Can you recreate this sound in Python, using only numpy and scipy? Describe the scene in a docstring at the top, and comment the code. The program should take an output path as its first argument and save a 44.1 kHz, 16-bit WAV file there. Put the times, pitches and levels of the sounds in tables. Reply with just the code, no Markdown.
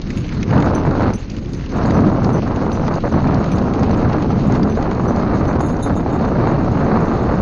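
"""A scooter drawn by two running dogs, heard at a small microphone port on the rider.
At first the rider's head shelters the port: claws and frame tick on bridge planks as short noise bursts,
tyres and paws hiss as jolted noise, and two collar tags jingle as decaying modes.
From 0.5 s head wind rumbles and buffets as banded noise with sharp slaps, sheltered again at 1.2 to 1.7 s.
From 6.3 s the wheels run on a dirt trail, whose hiss is smoother, while wind and tags go on to the end."""
import sys
import numpy as np
from scipy import signal
from scipy.fft import rfft, irfft
from scipy.io import wavfile
from scipy.ndimage import uniform_filter1d

SR = 44100
rng = np.random.default_rng(int(sys.argv[2]) if len(sys.argv) > 2 else 0)


def magnitude_from_level(level_db):
    """Linear magnitude for a level in decibels (20 dB per decade)."""
    exponent = np.asarray(level_db, float) / 20
    return 10 ** exponent


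def generate_wav(sig):
    """Save sig (samples, or channels by samples) to the path in sys.argv[1] as 16-bit PCM at SR."""
    pcm = np.round(np.clip(np.atleast_2d(sig).T, -1, 1) * 32767).astype(np.int16)
    wavfile.write(sys.argv[1], SR, pcm)


N = 326869
TIME = np.arange(N) / SR
HZ = np.fft.rfftfreq(N, 1 / SR) + 1  # offset by 1 Hz to allow logarithms


def on_hz(points, hz):
    """Logarithmic frequency axis: a (frequency [Hz], value) table is interpolated along it."""
    f, v = np.transpose(points)
    return np.interp(np.log(hz), np.log(f), v)


def curve(points):
    """Linear interpolation: a (time [s], value) table is joined by straight lines."""
    return np.interp(TIME, *np.transpose(points))


def unit(x):
    """Normalisation: the signal is scaled to rms 1."""
    return x / np.sqrt(np.mean(x ** 2))


def walk(rate):
    """Slow random modulation: levels held 1 / rate seconds and smoothed twice, with rms 1."""
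    hold = max(int(SR / rate), 1)
    steps = np.repeat(rng.standard_normal(N // hold + 1), hold)
    return unit(uniform_filter1d(uniform_filter1d(steps, hold), hold)[:N])


def scatter(rate):
    """Poisson process: random moments, on average rate per second."""
    s = np.cumsum(rng.exponential(size=400)) / rate
    return s[s < N / SR]


def bursts(rate, spread_db, decay_s):
    """Shot noise: random kicks of uneven size, each rising fast and dying away."""
    size_db = np.minimum(spread_db * rng.exponential(size=N), 14)
    kicks = (rng.random(N) < rate / SR) * magnitude_from_level(size_db)
    t = TIME[:int(6 * decay_s * SR)]
    pulse = (1 - np.exp(-4 * t / decay_s)) * np.exp(-t / decay_s)
    return np.convolve(kicks, pulse)[:N]


def add(out, s, sound):
    """Superposition: a sound is mixed in from time s on."""
    i = int(s * SR)
    out[i:i + len(sound)] += sound[:N - i]


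def eddies(points, drive, shared, own_db, own_rate):
    """Turbulent spectrum: half-octave bands of a drive flicker alone, then share one gain; rms 1."""
    spectrum = rfft(drive) * magnitude_from_level(on_hz(points, HZ))
    lowest, highest = points[0][0], points[-1][0]
    spectrum[(HZ < lowest) | (HZ > highest)] = 0
    out = 0
    for octave in np.arange(np.log2(lowest), np.log2(highest) + .5, .5):
        band = np.clip(1 - 2 * np.abs(np.log2(HZ) - octave), 0, 1)
        out = out + irfft(spectrum * band, N) * magnitude_from_level(own_db * walk(own_rate))
    return unit(out * shared)


# Modes of the two metal tags: (frequency [Hz], relative level [dB], T60 [s])
SMALL_TAG_MODES = [(5890, -9, .22), (5945, -11, .15), (6110, -12, .15), (6170, -10, .22), (6280, -14, .15),
                   (8710, -29, .1), (9187, -26, .12)]
BIG_TAG_MODES = [(3607, -16, .15), (3693, -13, .25), (4000, -15, .15), (6508, -6, .2), (6675, -8, .2),
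                 (6770, -13, .1), (7338, -16, .17), (7410, -20, .12), (7520, -26, .1), (9820, -24, .2),
                 (9950, -25, .15), (10683, -23, .16)]
# Blows on the small tag, mostly one a stride: (time [s], nominal level [dB])
SMALL_TAG_BLOWS = [(0.7455, -33.5), (1.137, -33), (1.529, -34.5), (1.933, -36), (2.3306, -33.5),
                   (2.725, -34), (3.1132, -38), (3.5155, -33), (3.9073, -42.5), (4.299, -38.5),
                   (4.694, -36.5), (5.078, -35.5), (5.4688, -37), (5.8246, -41), (6.2467, -40), (6.84, -48),
                   (7.0498, -39.5)]
# Separate blows on the big tag, hard and soft: (time [s], nominal level [dB])
BIG_TAG_BLOWS = [(0.105, -45.5), (0.162, -37.5), (0.335, -46.5), (0.5297, -50.5), (0.58, -48),
                 (0.64, -46.5), (1.1812, -48.5), (1.5193, -44), (1.7636, -43), (1.854, -43.5),
                 (2.2303, -46), (2.9328, -44.5), (3.0776, -50), (3.5538, -41.5), (3.9688, -48.5),
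                 (4.4669, -43.5), (4.5235, -42.5), (5.1567, -49.5), (5.4967, -46.5), (5.606, -34.5),
                 (5.6595, -34.5), (5.7083, -39.5), (5.8247, -32), (5.9508, -37.5), (6.1242, -41.5),
                 (6.209, -50), (6.2736, -44), (7.0, -47), (7.1703, -51.5)]


def collar_tag(modes, hits, rattle_db, rattle_rate):
    """Modal vibration of a swinging metal disc: separate blows and random touches excite decaying modes."""
    out, t = np.zeros(N), TIME[:9000]
    touches = [(s, rattle_db - 2.9 * rng.exponential()) for s in scatter(rattle_rate)]
    blows = list(hits) + touches
    chance = rng.standard_normal((len(blows), 2 * len(modes)))
    rings = [magnitude_from_level(db) * np.exp(2j * np.pi * hz * t - np.log(1000) * t / t60) for hz, db, t60 in modes]
    is_highest = np.array(modes)[:, 0] > 9000
    onset = 1 - np.exp(-t / 0.003)
    for (s, db), c in zip(blows, chance):
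        # harder blows favour the highest modes
        bright_db = is_highest * 1.2 * (db + 42)
        # each blow shares out among the modes anew, in level and phase
        weights = magnitude_from_level(db + bright_db + 2.4 * c[::2]) * np.exp(3j * c[1::2])
        # and shifts them all by a few Hz
        shift = np.exp(2j * np.pi * 12.0 * c[0] * t)
        add(out, s, np.imag(weights @ rings * shift) * onset)
    brushing = magnitude_from_level(3 * walk(90))  # it turns and brushes the fur as it rings
    return out * brushing


# Hiss spectrum of tyres and paws: (frequency [Hz], relative density [dB per Hz])
ROLLING_SPECTRUM = [(500, 5), (800, -3), (1100, -4), (2700, -7.5), (3400, -13), (4200, -9.5), (5500, -16.5),
                    (6500, -17.5), (6850, -37), (7000, -43.5), (7800, -57.5)]
# How hard tyres and paws work the ground: (time [s], rms level before the housing [dB])
ROLLING_LEVEL = [(0, -39.5), (0.35, -37.5), (0.6, -39), (1.1, -40.5), (1.25, -42), (1.45, -43.5),
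                 (1.7, -40.5), (4.5, -40), (4.75, -41.5), (5.1, -40.5), (5.6, -44), (5.75, -45), (6.1, -45),
                 (6.4, -39.5), (7.41, -41)]
BRIDGE_ENDS_S, DIRT_SHARE = 6.3, 0.32  # soft dirt jolts and crackles less than planks


def rolling():
    """Rolling-contact noise: tyre and paw hiss, jolted by plank gaps, with a crackle of grit on top."""
    hard = np.where(TIME < BRIDGE_ENDS_S, 1, DIRT_SHARE)
    jolts = magnitude_from_level(hard * (0.34 * walk(25) + 2.0 * walk(90)))
    crackle = 1 + 0.6 * hard * bursts(110, 5.5, 0.001)
    hiss = eddies(ROLLING_SPECTRUM, rng.standard_normal(N), jolts * crackle, 1.5, 30)
    return hiss * magnitude_from_level(curve(ROLLING_LEVEL))


# Single ticks of claws and frame:
# (time [s], nominal peak [dB], pitch [Hz], treble relative to that peak [dB])
PLACED_TICKS = [(0.0154, -23.5, 3980, -28), (0.1028, -20, 2120, -29), (0.1717, -22.5, 2410, -19),
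                (0.2643, -33, 4080, -16), (0.2803, -27.5, 2380, -16.5), (0.29, -21.5, 2120, -22),
                (0.4283, -16, 2230, -35.5), (0.5074, -21, 2400, -27), (0.578, -22.5, 2800, -25),
                (0.601, -20.5, 2000, -23), (0.6234, -20, 2220, -25), (0.7474, -26, 2180, -16),
                (0.908, -30, 3800, -23), (1.008, -24, 2020, -37), (1.021, -28, 4200, -25),
                (1.1337, -25.5, 2190, -4), (1.264, -43, 2400, -14), (1.2985, -24.5, 4700, -11),
                (1.316, -36, 3000, -8), (1.365, -26, 2800, -16), (1.457, -31.5, 3030, -13),
                (1.5333, -26, 4350, -19), (1.545, -31.5, 4600, -16), (1.6597, -26, 2600, -18.5),
                (1.69, -32, 4000, -17), (1.718, -31.5, 2160, -14), (1.8557, -28, 4180, -16.5),
                (1.906, -19, 2050, -28.5), (2.0043, -29, 4170, -21), (2.0966, -30.5, 4060, -23),
                (2.2436, -20, 4280, -34), (2.357, -34, 2020, -11), (2.5596, -24, 2750, -16),
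                (2.717, -25, 4100, -18), (2.8783, -22.5, 2120, -24), (2.9377, -27.5, 3880, -13),
                (2.953, -26, 4700, -12), (3.0734, -34, 2380, -7.5), (3.272, -24, 2340, -30),
                (3.3423, -23.5, 4230, -20), (3.4414, -20.5, 2180, -24), (3.5159, -23.5, 2380, -17),
                (3.5823, -22.5, 4300, -34), (3.7364, -21.5, 2140, -25.5), (3.7935, -29, 2000, -5.5),
                (3.8315, -20, 1960, -32), (3.909, -26, 4260, -14), (4.0133, -31.5, 4290, -20),
                (4.129, -24.5, 2320, -29.5), (4.2218, -21.5, 2180, -24), (4.5206, -26.5, 2050, -3),
                (4.6295, -19.5, 4470, -39), (4.6977, -28, 2100, -22.5), (4.8244, -22, 2010, -22),
                (4.911, -23, 2010, -22.5), (4.9477, -30, 4380, -25), (5.16, -28.5, 4300, -18),
                (5.21, -37.5, 4400, -21), (5.48, -31.5, 4400, -9), (5.5293, -31.5, 4400, -18),
                (5.5927, -32.5, 2450, -7), (5.604, -29, 3760, -9.5), (5.766, -33.5, 4800, -5),
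                (6.188, -37.5, 4600, -17.5), (6.2103, -34, 4420, -16.5), (6.2487, -29, 3980, -21),
                (7.0828, -30.5, 4340, -19)]
# The faint tick strewn at random: (nominal peak [dB], pitch [Hz], relative treble [dB])
FAINT_TICK_SOUND = (-36.5, 4800, -14.5)
FAINT_TICKS_PER_S = 1.4


def ticks():
    """Impact noise: each tick is a dry crack, filtered around its own pitch, with a short rattling tail."""
    out, t = np.zeros(N), TIME[:1300]
    rows = PLACED_TICKS + [(s, *FAINT_TICK_SOUND) for s in scatter(FAINT_TICKS_PER_S)]
    cracks = rng.standard_normal((len(rows), len(t)))
    wide = signal.butter(2, [1800, 5000], "band", fs=SR, output="sos")
    high = signal.butter(4, [5000, 6800], "band", fs=SR, output="sos")
    tail = .2 * np.exp(-t / .007)
    fade = (1 - np.exp(-t / .001)) * (np.exp(-t / .0022) + tail)
    for (s, db, hz, treble_db), crack in zip(rows, cracks * fade):
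        wood = signal.butter(1, [.92 * hz, 1.08 * hz], "band", fs=SR, output="sos")
        parts = [signal.sosfilt(band, crack) for band in (wide, wood, high)]
        wide_part, wood_part, high_part = (p / np.abs(p).max() for p in parts)
        tick = 0.34 * wide_part + 0.57 * wood_part + magnitude_from_level(treble_db) * high_part
        add(out, s, magnitude_from_level(db) * tick)
    return out


# Deep shudder of the ride: (frequency [Hz], relative density [dB per Hz])
SHUDDER_SPECTRUM = [(20, -2.5), (30, -9.5), (50, -6.5), (90, -15.5)]


def shudder():
    """Low-frequency random vibration: the ride shakes the port, sheltered or not."""
    return eddies(SHUDDER_SPECTRUM, rng.standard_normal(N), 1, 1.9, 8.7) * magnitude_from_level(-28)


# Strength of the head wind: (time [s], gust [dB])
GUST_CURVE = [(0.0, -3.5), (0.18, 4.5), (0.3, 1.5), (0.38, 8.5), (0.47, 4.5), (0.54, 6), (0.62, 2.5),
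              (0.7, 1), (0.79, 1), (0.825, -3), (0.87, 2), (0.93, 0.5), (1.09, 3), (1.26, -4), (1.38, -0.5),
              (1.46, 0.5), (1.53, 3.5), (1.65, -2.5), (1.8, 1.5), (1.96, 0.5), (2.15, -1), (2.3, 0.5),
              (2.37, -0.5), (2.47, -1), (2.6, -2.5), (2.7, -2.5), (2.82, -0.5), (2.87, 2), (2.93, 1),
              (3.17, 1.5), (3.25, 1), (3.35, 3), (3.45, -0.5), (3.66, -2), (3.85, -0.5), (4.0, 1), (4.1, 0),
              (4.14, 3), (4.21, -2), (4.3, 2), (4.42, -3), (4.54, 1.5), (4.71, -1.5), (4.8, -0.5), (4.9, 0),
              (5.0, -1.5), (5.18, -1), (5.33, 1.5), (5.49, 1.5), (5.57, -0.5), (5.7, -2), (5.82, -2.5),
              (5.88, 1), (5.95, -3), (6.02, -2), (6.15, -0.5), (6.27, 0), (6.45, 3), (6.6, 1), (6.75, 0),
              (6.9, 3), (7.2, 1.5), (7.41, 1)]
# Slow heave of the large eddies over the gust: (time [s], level [dB])
HEAVE_CURVE = [(0, 1), (.08, -3), (.17, 1), (.3, -0.5), (.39, 1.5), (.46, 1.5), (.56, -0.5), (.68, 1),
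               (.8, -0.5), (.88, 1), (.95, -2), (1.06, 0.5), (1.16, -2), (1.26, -2), (1.37, 1.5),
               (1.42, -1), (1.53, 0.5), (1.65, -0.5), (1.8, -1), (2.02, 3), (2.37, 0.5), (2.6, -1),
               (2.75, 0), (2.88, 0.5), (3.02, -4.5), (3.14, -0.5), (3.4, -0.5), (3.8, 1.5), (4.1, 0.5),
               (4.4, 1), (4.7, 1.5), (4.82, -2), (5.15, 1), (5.45, -2), (5.6, 1), (5.82, -0.5), (5.89, 0),
               (6.08, -0.5), (6.14, 2), (6.25, -1.5), (6.32, -0.5), (6.7, 0), (7.1, -1), (7.41, -0.5)]
# The rider's head turns and shelters the port: (start [s], end [s])
SHELTER_SPANS = [(-0.5, 0.498), (1.155, 1.718)]
TURN_AWAY_S, TURN_BACK_S = 0.041, 0.032
# How each wind layer follows the wind:
# (base level in the open [dB], slope [dB per dB of gust], drop in shelter [dB], random swell [dB])
DEEP_RESPONSE = (-18, 0.79, 7.5, 0)
RUMBLE_RESPONSE = (-19, 0.5, 9, 1.0)
BUFFET_RESPONSE = (-22.5, 0.89, 25.5, 0.78)
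EDGE_RESPONSE = (-36.5, 1.5, 21, 1.16)
SWELL_PER_S = 22


def wind_levels():
    """Common modulation: one gust, swell and head shelter set all layers; the large eddies heave too."""
    shelter = 0
    for start, end in SHELTER_SPANS:
        turned_away = .5 + .5 * np.tanh((TIME - start) / TURN_AWAY_S)
        not_yet_back = .5 + .5 * np.tanh((end - TIME) / TURN_BACK_S)
        shelter = shelter + turned_away * not_yet_back
    gust, swell, heave = curve(GUST_CURVE), walk(SWELL_PER_S), curve(HEAVE_CURVE)
    responses = (DEEP_RESPONSE, RUMBLE_RESPONSE, BUFFET_RESPONSE, EDGE_RESPONSE)
    deep, rumble, buffet, edge = (open_db + slope * gust - drop_db * shelter + swell_db * swell
                                  for open_db, slope, drop_db, swell_db in responses)
    return deep + heave, rumble + heave, buffet, edge


# Sudden slaps of air on the port: (onset time [s], nominal peak [dB])
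AIR_SLAPS = [(0.526, -7), (0.623, -12.5), (0.699, -13), (0.85, -8), (0.867, -10), (0.951, -6.5),
             (1.005, -10.5), (1.03, -13.5), (1.056, -9), (1.768, -15), (1.784, -11.5), (1.846, -10.5),
             (1.921, -7.5), (2.017, -15.5), (2.116, -11.5), (2.184, -9.5), (2.267, -12.5), (2.291, -10.5),
             (2.423, -15), (2.614, -13.5), (2.664, -7.5), (2.773, -13), (2.796, -12), (2.831, -12),
             (2.881, -9.5), (2.961, -9), (2.982, -11), (3.037, -9.5), (3.136, -12), (3.219, -12.5),
             (3.283, -10), (3.401, -9.5), (3.535, -15), (3.637, -12), (3.694, -13.5), (3.824, -11),
             (3.895, -9), (3.96, -13), (4.018, -11), (4.114, -10), (4.183, -11), (4.244, -8), (4.303, -9),
             (4.498, -11), (4.596, -10.5), (4.763, -13), (4.997, -7), (5.035, -13.5), (5.107, -9.5),
             (5.169, -11), (5.454, -10.5), (5.603, -13), (5.685, -12.5), (5.861, -11.5), (5.897, -8),
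             (5.964, -7.5), (6.061, -11.5), (6.382, -12), (6.472, -8.5), (6.513, -9.5), (6.936, -12)]
SPIKE_SHARE, SPIKE_WIDTH_S = 0.88, 0.00038  # part of a slap's peak that is the opening spike; its width
WAKE_RISE_S, WAKE_S = 0.00046, 0.004  # rise and decay of the stirred wake
WAKE_EVEN_DB = -6.5  # a slap of this peak has a wake gain equal to the gust gain, before rise and decay
SLACK_DB, SLACK_S = 8, .005  # the buffeting slackens just before a slap


def slaps():
    """Pressure transients: gives the opening spikes, and the gain of the slack and wake around them."""
    spikes, stirring = np.zeros(N), np.ones(N)
    u = TIME[:int(8 * SPIKE_WIDTH_S * SR)] / SPIKE_WIDTH_S - 4
    spike = (1 - u ** 2) * np.exp(-u ** 2 / 2)
    for s, db in AIR_SLAPS:
        add(spikes, s, SPIKE_SHARE * magnitude_from_level(db) * spike)
        after = np.clip(TIME - s, 0, 1)
        slack = magnitude_from_level(-SLACK_DB * (TIME < s) * np.exp(-((TIME - s) / SLACK_S) ** 2))
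        wake = magnitude_from_level(db - WAKE_EVEN_DB) * (1 - np.exp(-after / WAKE_RISE_S)) * np.exp(-after / WAKE_S)
        stirring = stirring * slack * (1 + wake)
    return spikes, stirring


# Spectra of the wind layers, low to high: (frequency [Hz], relative density [dB per Hz])
DEEP_SPECTRUM = [(20, -5.5), (30, -14), (45, -16), (65, -5.5), (100, -0.5), (150, -2), (200, -4.5),
                 (280, -17)]
RUMBLE_SPECTRUM = [(110, -25), (150, -11.5), (210, -1.5), (300, -4.5), (380, -11), (600, -23.5)]
BUFFET_SPECTRUM = [(200, -18.5), (300, -4.5), (400, -2.5), (700, -4.5), (1000, -9.5), (1300, -18.5),
                   (1700, -36.5)]
EDGE_SPECTRUM = [(900, -16), (1200, -1.5), (1600, -4.5), (2000, -10), (2600, -18), (3300, -32),
                 (4500, -20.5)]
# Short lulls in the buffeting: (time [s], depth [dB], length [s])
BUFFET_LULLS = [(2.412, 24, 0.028), (2.957, 10, 0.0095), (3.012, 23, 0.047), (3.1, 13.5, 0.027),
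                (3.21, 5, 0.018), (3.233, 13, 0.014), (4.279, 8, 0.018), (4.476, 5, 0.028),
                (4.734, 6.5, 0.06), (5.834, 4.5, 0.049), (6.038, 5, 0.035)]
RUMBLE_LULL_SHARE = 0.12  # part of a lull's depth that reaches the rumble


def wind(deep_db, rumble_db, buffet_db, edge_db):
    """Turbulence at a port: large eddies boom and rumble, small ones patter as dense pressure kicks."""
    lull_db = sum(db * np.exp(-(2 * (TIME - s) / length) ** 4) for s, db, length in BUFFET_LULLS)
    spikes, stirring = slaps()
    gusts = magnitude_from_level(3.4 * np.tanh(0.18 * walk(70) + .4 * walk(200))) * stirring
    kicks = unit((rng.random(N) < 700 / SR) * rng.uniform(-1.02, 1, N))
    patter = kicks + 0.77 * rng.standard_normal(N)  # feeds mids and edge alike
    deep = eddies(DEEP_SPECTRUM, rng.standard_normal(N), 1, 0.9, 30) * magnitude_from_level(deep_db)
    rumble = eddies(RUMBLE_SPECTRUM, rng.standard_normal(N), 1, 0.6, 30)
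    rumble = rumble * magnitude_from_level(rumble_db - RUMBLE_LULL_SHARE * lull_db)
    buffet = eddies(BUFFET_SPECTRUM, patter, gusts, 0.42, 50) * magnitude_from_level(buffet_db - lull_db)
    edge = eddies(EDGE_SPECTRUM, patter, gusts ** 1.47, 0.28, 60) * magnitude_from_level(edge_db - lull_db)
    return deep + rumble + buffet + edge + spikes


PORT_LIMIT = 1.4  # pressure at which the capsule saturates


def scene():
    """Superposition at one port: all sources add there, so both channels carry the same sound."""
    small_tag = collar_tag(SMALL_TAG_MODES, SMALL_TAG_BLOWS, -51, 16)
    big_tag = collar_tag(BIG_TAG_MODES, BIG_TAG_BLOWS, -50, 30)
    # the housing dulls the broad sounds
    muffle = signal.ellip(8, .5, 75, 6900, fs=SR, output="sos")
    cracks = ticks()
    # a little of the ticks stays undulled
    ground = signal.sosfilt(muffle, rolling() + cracks) + magnitude_from_level(-25.5) * cracks
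    pressure = wind(*wind_levels()) + shudder()
    air = PORT_LIMIT * np.tanh(pressure / PORT_LIMIT)
    mono = signal.sosfilt(muffle, air) + ground + small_tag + big_tag
    return np.array([mono, mono])


# Channel balance: (frequency [Hz], left minus right [dB])
CHANNEL_BALANCE = [(150, 0), (300, -.06), (490, -.2), (830, -.9), (1400, -1.7), (2400, -1.3), (7000, -1.3),
                   (9000, 0)]


def balance(dry):
    """Interchannel level difference: the right channel is a little brighter."""
    tilt_db = on_hz(CHANNEL_BALANCE, HZ) * np.array([[.5], [-.5]])
    return irfft(rfft(dry) * magnitude_from_level(tilt_db), N)


def low_pass(x):
    """Removes everything above the highest recorded frequency."""
    return signal.sosfilt(signal.butter(12, 10800, fs=SR, output="sos"), x)


def record(dry):
    """Signal chain: the stereo pair is balanced left to right, then passed on."""
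    mix = balance(dry)
    return low_pass(mix)


dry = scene()
out = record(dry)
generate_wav(out)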